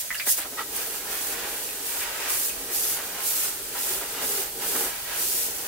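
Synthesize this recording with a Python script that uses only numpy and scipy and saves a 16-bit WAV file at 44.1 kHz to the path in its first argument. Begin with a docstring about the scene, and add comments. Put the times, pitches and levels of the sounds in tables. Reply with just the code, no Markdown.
"""An airbrush paints a small model held behind a stencil, in a wooden booth. Air hisses all the time; each pull
of the trigger adds a brighter puff of tiny paint droplets. The jet rushes over the stencil and the gloved hand,
and flutters where it catches an edge; the stencil ticks sharply against the model. Close shelves colour the
hiss and the walls echo the ticks, over a faint low rumble."""
import sys
import numpy as np
from scipy import signal
from scipy.fft import rfft, irfft, next_fast_len
from scipy.io import wavfile
from scipy.ndimage import uniform_filter1d, map_coordinates

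SR = 44100
rng = np.random.default_rng(int(sys.argv[2]) if len(sys.argv) > 2 else 0)


def file_out(sig):
    """Save sig as 16-bit WAV at sys.argv[1]."""
    # one column per channel
    cols = np.atleast_2d(sig).T
    # limit, then scale
    lim = np.clip(cols, -1, 1)
    pcm = np.round(lim * 32767).astype(np.int16)
    wavfile.write(sys.argv[1], SR, pcm)


N = 250261

# The tone of air, fine mist and larger droplets. Each row: frequency in Hz, relative level in dB.
AIR_TONE = [(200, -30), (500, -7.5), (1000, -5), (2600, -4), (3700, -2), (5000, -1), (8500, 0.5),
            (12000, -1), (16000, 1.5)]
MIST_TONE = [(400, -57), (1200, -42), (2600, -15.5), (4000, -13.5), (5000, -6), (8500, -1.5), (12500, 0.5),
             (14500, 1.3), (16000, -2)]
DROPLET_TONE = [(500, -17.5), (1300, -11), (2700, 2.5), (4200, 3), (6500, -12), (16000, -22)]
def airbrush():
    """A steady air jet; paint drawn into it breaks into droplets and hisses louder and brighter."""
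    paint_db = trigger() + 0.41 * wobble(21.93)  # the finger is never quite still
    air = amp(-35 + 1.3 * wobble(11)) * close_echoes(rush(AIR_TONE), strength=0.42, sway_s=3e-5)
    sputter_db = 0.3 * wobble(55) + 0.84 * wobble(400)  # the paint leaves the needle unevenly
    mist = close_echoes(rush(MIST_TONE), strength=0.61, sway_s=4e-5)
    droplets = close_echoes(rush(DROPLET_TONE), strength=0.5, sway_s=4e-5)
    # the lower hiss grows slowly and levels off: a hard pull is a thin, sharp "tss"
    droplet_db = 0.7 * np.minimum(paint_db, -26) - 22
    return air + amp(paint_db + 1.75 + sputter_db) * mist + amp(droplet_db + sputter_db) * droplets


# Each row: start in seconds, seconds until let go, relative flow in dB, seconds to open, seconds to close.
TRIGGER_PULLS = [(-0.03, 0.031, -27, .02, 0.038), (0.138, 0.018, -36, .013, .015),
                 (0.252, 0.05, -17.5, 0.049, 0.067), (0.352, 0.031, -26.5, 0.027, 0.065),
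                 (0.71, .062, -28, .058, 0.066), (0.786, 0.19, -34, 0.037, .055),
                 (1.072, 0.26, -32, 0.055, 0.021), (1.445, 0.23, -35.5, 0.052, .117),
                 (1.798, .237, -32, 0.07, .034), (2.272, .203, -26.5, 0.028, 0.07),
                 (2.69, 0.22, -26, 0.064, 0.1), (3.185, 0.25, -25.5, 0.089, 0.14),
                 (3.714, 0.23, -28.5, 0.11, 0.11), (4.198, .208, -28, 0.046, 0.092),
                 (4.581, .266, -27, 0.12, 0.1), (5.099, 0.35, -26.5, 0.12, .081),
                 (5.479, .22, -36.5, .034, .05)]
# Mist that escapes between pulls. Each row: time in seconds, relative flow in dB.
PAINT_LEAK = [(0.0, -37.5), (0.55, -41), (1.1, -37), (5.67, -37)]
def trigger():
    """Paint flow in dB: each pull opens the needle evenly, holds it and lets it close."""
    t = clock()
    power = amp(over_time(PAINT_LEAK)) ** 2
    for start, held, db, draw, release in TRIGGER_PULLS:
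        opening = np.clip((t - start) / draw, 0, 1)
        closing = np.clip(1 - (t - start - held) / release, 0, 1)
        power += (amp(db) * opening * closing) ** 2
    return 10 * np.log10(power)


# Passes of the jet. Each row: time when closest in seconds, half-length in seconds, relative level in dB.
JET_SWEEPS = [(0.795, .055, -37.5), (0.95, 0.035, -42.5), (1.146, 0.059, -36), (1.418, 0.14, -36),
              (2.054, 0.12, -35), (2.279, 0.082, -32), (2.713, 0.021, -41), (2.975, 0.15, -38.5),
              (3.198, 0.042, -35), (3.42, 0.11, -40), (3.778, 0.033, -35.5), (3.97, 0.15, -38.5),
              (4.204, 0.05, -34.5), (4.38, 0.08, -37), (4.638, 0.023, -34), (4.84, 0.13, -35.5),
              (5.14, 0.066, -34.5), (5.405, 0.14, -51), (5.68, 0.037, -41)]
# The jet's fringe between passes. Each row: time in seconds, relative level in dB.
JET_FRINGE = [(0.0, -56), (0.66, -66), (0.8, -44), (2.6, -44), (3.6, -48.5), (4.5, -54), (5.67, -44)]
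# Air on the stencil. Each row: frequency in Hz, relative level in dB.
STENCIL_TONE = [(200, -35), (450, -8.5), (800, -2.5), (1400, -0.5), (1900, -3), (2800, -2.5), (4000, -8.5),
                (7000, -11), (16000, -36)]
def stencil():
    """The jet rushes over the stencil, swelling and fading with each pass."""
    t = clock()
    power = sum(amp(db) ** 2 * np.exp(-((t - closest) / half) ** 2) for closest, half, db in JET_SWEEPS)
    power += amp(over_time(JET_FRINGE)) ** 2
    level_db = 10 * np.log10(power) - 0.33 + 0.47 * wobble(35)
    return amp(level_db) * close_echoes(rush(STENCIL_TONE), strength=0.28, sway_s=0.00022)


# How strongly the hand sounds. Each row: time in seconds, level in dB.
HAND_LEVEL = [(0.0, -72), (0.3, -66), (0.58, -45), (1.5, -44), (2.25, -49), (2.7, -43.5), (3.05, -46.5),
              (3.65, -48.5), (3.82, -43.5), (4.08, -46.5), (4.3, -41), (4.42, -42), (4.5, -49),
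              (4.6, -41.5), (4.84, -40.5), (4.98, -58), (5.2, -45), (5.67, -44.5)]
# Its hollow tone. Each row: frequency in Hz, relative level in dB.
HAND_TONE = [(110, -22), (200, -12), (275, -6.5), (320, -4.5), (380, 2), (470, 1.5), (560, -8), (680, -7.5),
             (830, -5), (1100, -15.5), (3000, -37)]
def hollow_hand():
    """The jet sounds the hollow of the hand."""
    return amp(over_time(HAND_LEVEL) + 0.38 * wobble(35)) * rush(HAND_TONE)


# Each row: start in seconds, relative level in dB, pitch in Hz, seconds for the ring to fade by 60 dB.
STENCIL_TICKS = [(0.1049, -22, 1870, 0.017), (0.1089, -23, 1860, 0.027), (0.1462, -26, 2780, .016),
                 (0.15, -31, 1830, .035), (0.1985, -14, 2250, 0.0038), (0.202, -25.5, 2320, 0.022),
                 (1.69, -31.5, 2520, 0.014), (2.031, -30, 2230, 0.007), (2.497, -26.5, 2450, 0.011)]
def stencil_ticks():
    """The stencil ticks against the model: a sharp, rough ring that dies quickly."""
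    out, t = np.zeros(N + SR), np.arange(SR // 8) / SR
    for start, db, hz, fade_s in STENCIL_TICKS:
        pitch_jitter = uniform_filter1d(rng.standard_normal(len(t)), size=16)
        ring = np.sin(2 * np.pi * hz * t + 0.11 * np.cumsum(pitch_jitter))
        ring += 0.045 * rng.standard_normal(len(t))
        envelope = amp(-60 * t / fade_s) * (1 - np.exp(-t / 0.00014))
        out[round(start * SR):][:len(t)] += amp(db + 3.5) * ring * envelope
    return out[:N]


def spatter():
    """A rough burst of noise goes with each tick."""
    return sum(eddies(start, 0, db - 13.5, hz, octaves=0.65, fade_s=0.061)
               for start, db, hz, _ in STENCIL_TICKS)


# Each row: start in seconds, hold in seconds, level in dB, centre in Hz, half-width in octaves.
AIR_FLUTTERS = [(0.033, 0.031, -50, 570, 0.29), (0.178, 0.018, -36.5, 4800, .1),
                (0.284, 0.0068, -38, 1900, 0.11), (0.405, 0.032, -36.5, 2000, 1),
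                (2.007, 0.03, -37, 2080, 0.58), (2.129, 0.17, -42, 2000, .6),
                (3.891, 0.083, -43, 390, 0.11), (4.349, 0.064, -42, 399, 0.094)]
def air_flutters():
    """Short flutters of air: a few narrow whistles, a broad puff and a brighter rush over the stencil."""
    return sum(eddies(*row) for row in AIR_FLUTTERS)


# Each row: start in seconds, hold in seconds, level in dB, centre in Hz.
GLOVE_GUSTS = [(0.266, 0.013, -32, 820), (0.38, 0.013, -35, 850), (0.447, .015, -37.5, 600),
               (0.521, 0.014, -42, 400), (1.426, 0.028, -40, 560), (2.987, 0.017, -37.5, 950),
               (4.011, .02, -36, 700), (4.213, 0.026, -36, 620), (4.746, 0.023, -32.5, 680),
               (4.807, 0.071, -39.5, 520)]
def glove_gusts():
    """The jet hits the glove in broad, low gusts."""
    return sum(eddies(*row, octaves=1.24) for row in GLOVE_GUSTS)


# What the scuff rings with. 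Each row: centre in Hz, half-width in octaves, level in dB.
SCUFF_BANDS = [(860, 0.083, -38), (1250, .11, -35), (1700, 1.1, -34), (1940, 0.022, -37)]
def scuff():
    """One hollow scuff as the hand moves up."""
    return sum(eddies(start_s=0.5726, hold_s=0.04, db=db, centre_hz=hz, octaves=width, attack_s=0.005)
               for hz, width, db in SCUFF_BANDS)


# Big swirls sound low, small ones high. Each row: frequency in Hz, relative level in dB.
EDDY_TONE = [(120, -34), (230, 1.5), (5000, 2.5), (10000, -10)]
def eddies(start_s, hold_s, db, centre_hz, octaves, attack_s=0.00068, fade_s=0.12):
    """Swirls of air shed at an edge: a band of noise starts fast, holds, then drops 60 dB in fade_s."""
    def band_db(hz):
        distance = np.log2((hz + 1) / centre_hz) / octaves
        return over_pitch(EDDY_TONE, hz) - 10 * np.log10(1 + distance ** 4)
    out, t = np.zeros((2, N + SR)), np.arange(SR // 4) / SR
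    envelope = (1 - np.exp(-t / attack_s)) * amp(-60 * np.maximum(t - hold_s, 0) / fade_s)
    out[:, round(start_s * SR):][:, :len(t)] = amp(db) * envelope * booth_noise(band_db, size=len(t))
    return out[:, :N]


def close_echoes(sound, strength, sway_s):
    """Four echoes per ear from the work and shelves colour the hiss; they shift as the hand moves."""
    t, out = clock(), sound.copy()
    for ear in range(2):
        for delay_s in rng.uniform(0.000993, 0.009, 4):
            echo_time = t - delay_s - sway_s * wobble(2)
            out[ear] += strength * map_coordinates(sound[ear], [echo_time * SR], order=1)
    return unit(out)


# Peaks and dips between the shelves. Each row: frequency in Hz, width in Hz, boost in dB.
SHELF_PEAKS = [(193.4, 12, 7), (279, 27, 6.5), (344, 8, -4), (463, 26, 3), (562, 18, 2), (594, 48, 5),
               (632, 32, -6), (666, 20, 4.5), (730, 53, -5.5), (756, 20, 4.5), (819, 13, 8.5),
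               (900, 53, -2.5), (955, 47, 4), (1130, 270, -2), (1316, 32, 3), (1660, 22, 6), (1905, 34, 6),
               (2230, 78, -2), (2650, 130, -1), (3150, 100, -2), (3850, 420, -0.5), (4580, 60, 4),
               (8300, 70, 3.5), (8780, 70, 3.5)]
# Each row: frequency in Hz, how alike the two ears are (1 means the same).
EAR_LIKENESS = [(40, .999), (200, 0.97), (450, 0.99), (700, 0.88), (1150, 0.67), (1600, 0.76), (2200, 0.42),
                (4000, 0.15), (7000, 0.039), (14000, 0.072)]
def booth_noise(tone_db, size=N):
    """Noise coloured by the shelves: alike at both ears in the bass, unrelated in the treble."""
    def response(hz):
        shelf_db = sum(db / (1 + (2 * (hz - centre) / width) ** 2) for centre, width, db in SHELF_PEAKS)
        spread = np.arccos(np.clip(over_pitch(EAR_LIKENESS, hz), -1, 1)) / 2
        return amp(tone_db(hz) + shelf_db) * np.array([np.cos(spread), np.sin(spread)])
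    mid, side = filtered(rng.standard_normal((2, size)), response)
    return unit(np.array([mid + side, mid - side]))


# Each row: frequency in Hz, seconds for the echo to fade by 60 dB.
WALL_FADE = [(200, 0.3), (2000, 0.15), (12000, 0.082)]
def walls(sound):
    """The short echo of the wooden booth, different at each ear."""
    hz, t, noise = signal.stft(rng.standard_normal((2, SR // 3)), SR, nperseg=256)
    fade = amp(-60 * t / over_pitch(WALL_FADE, hz)[:, None])
    tail = signal.istft(noise * fade, SR, nperseg=256)[1]
    delayed = np.pad(sound, (round(0.004 * SR), 0))
    return signal.fftconvolve(delayed[None], tail / np.linalg.norm(tail[0]), axes=1)[:, :N]


# Each row: frequency in Hz, relative level in dB.
RUMBLE_TONE = [(15, -12), (30, -15), (42, 1), (58, -5.5), (75, -9.5), (105, -10), (130, -7), (160, -12.5),
               (250, -16.5), (600, -15.5), (2000, -43)]
def room_rumble():
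    """The room rumbles faintly, slowly rising and falling."""
    level_db = over_time([(0, -57.5), (1.2, -54.5), (1.7, -56), (3, -54.5), (5.1, -52.5), (5.67, -54)])
    return amp(level_db) * rush(RUMBLE_TONE)


def rush(tone):
    """Steady booth noise shaped by a tone table."""
    return booth_noise(lambda hz: over_pitch(tone, hz))


def amp(db):
    """Turn decibels into a multiplier."""
    return 10 ** (np.asarray(db) / 20)


def unit(x):
    """Scale to an average power of 1."""
    return x / np.sqrt(np.mean(x ** 2) + 1e-20)


def clock():
    """The time of every sample in seconds."""
    return np.arange(N) / SR


def over_pitch(rows, hz):
    """Read between (Hz, value) rows, with octaves evenly spaced."""
    row_hz, values = np.transpose(rows)
    return np.interp(np.log(hz + 1), np.log(row_hz + 1), values)


def over_time(rows):
    """Join (seconds, value) rows with straight lines."""
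    return np.interp(clock(), *np.transpose(rows))


def wobble(rate):
    """A smooth curve through `rate` random points a second."""
    return map_coordinates(rng.standard_normal(4096), [clock() * rate], mode="wrap")


def filtered(x, response):
    """Multiply each frequency in x by response(hz)."""
    n = x.shape[-1]
    padded = next_fast_len(n + SR // 8)
    return irfft(rfft(x, padded) * response(np.fft.rfftfreq(padded, 1 / SR)), padded)[..., :n]


# Each row: frequency in Hz, left level minus right level in dB.
LEFT_LEVEL = [(300, 0), (430, -1.3), (580, 2), (720, -1.5), (830, -1), (1050, 1), (1330, -4), (1550, -0.5),
              (2200, -3.5), (2600, -1.7), (5800, -1), (8200, -2.5), (10000, -1), (14500, -0.5)]
# Each row: frequency in Hz, how far the left wave runs ahead in radians.
LEFT_LEAD = [(500, 0), (950, -0.8), (1250, 0.9), (2000, -.5), (2500, 0.6), (4200, -2.5), (7000, -3),
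             (9000, -.5), (14000, 1.4)]
def boards(hz):
    """Nearby boards tip each frequency towards one ear, in level and in timing."""
    half = np.array([[0.5], [-0.5]])
    return amp(half * over_pitch(LEFT_LEVEL, hz)) * np.exp(1j * half * over_pitch(LEFT_LEAD, hz))


def scene():
    """The airbrush works a little to the right, over the low rumble of the room."""
    ticking, rumble = stencil_ticks(), room_rumble()
    jet = airbrush() + stencil() + hollow_hand()
    bursts = air_flutters() + glove_gusts() + scuff() + spatter()
    return filtered(jet + bursts + ticking + amp(-1) * walls(ticking) + rumble, boards)


def record(dry):
    """Cut away the very highest treble."""
    return filtered(dry, lambda hz: hz < 15780)


dry = scene()
out = record(dry)
file_out(out)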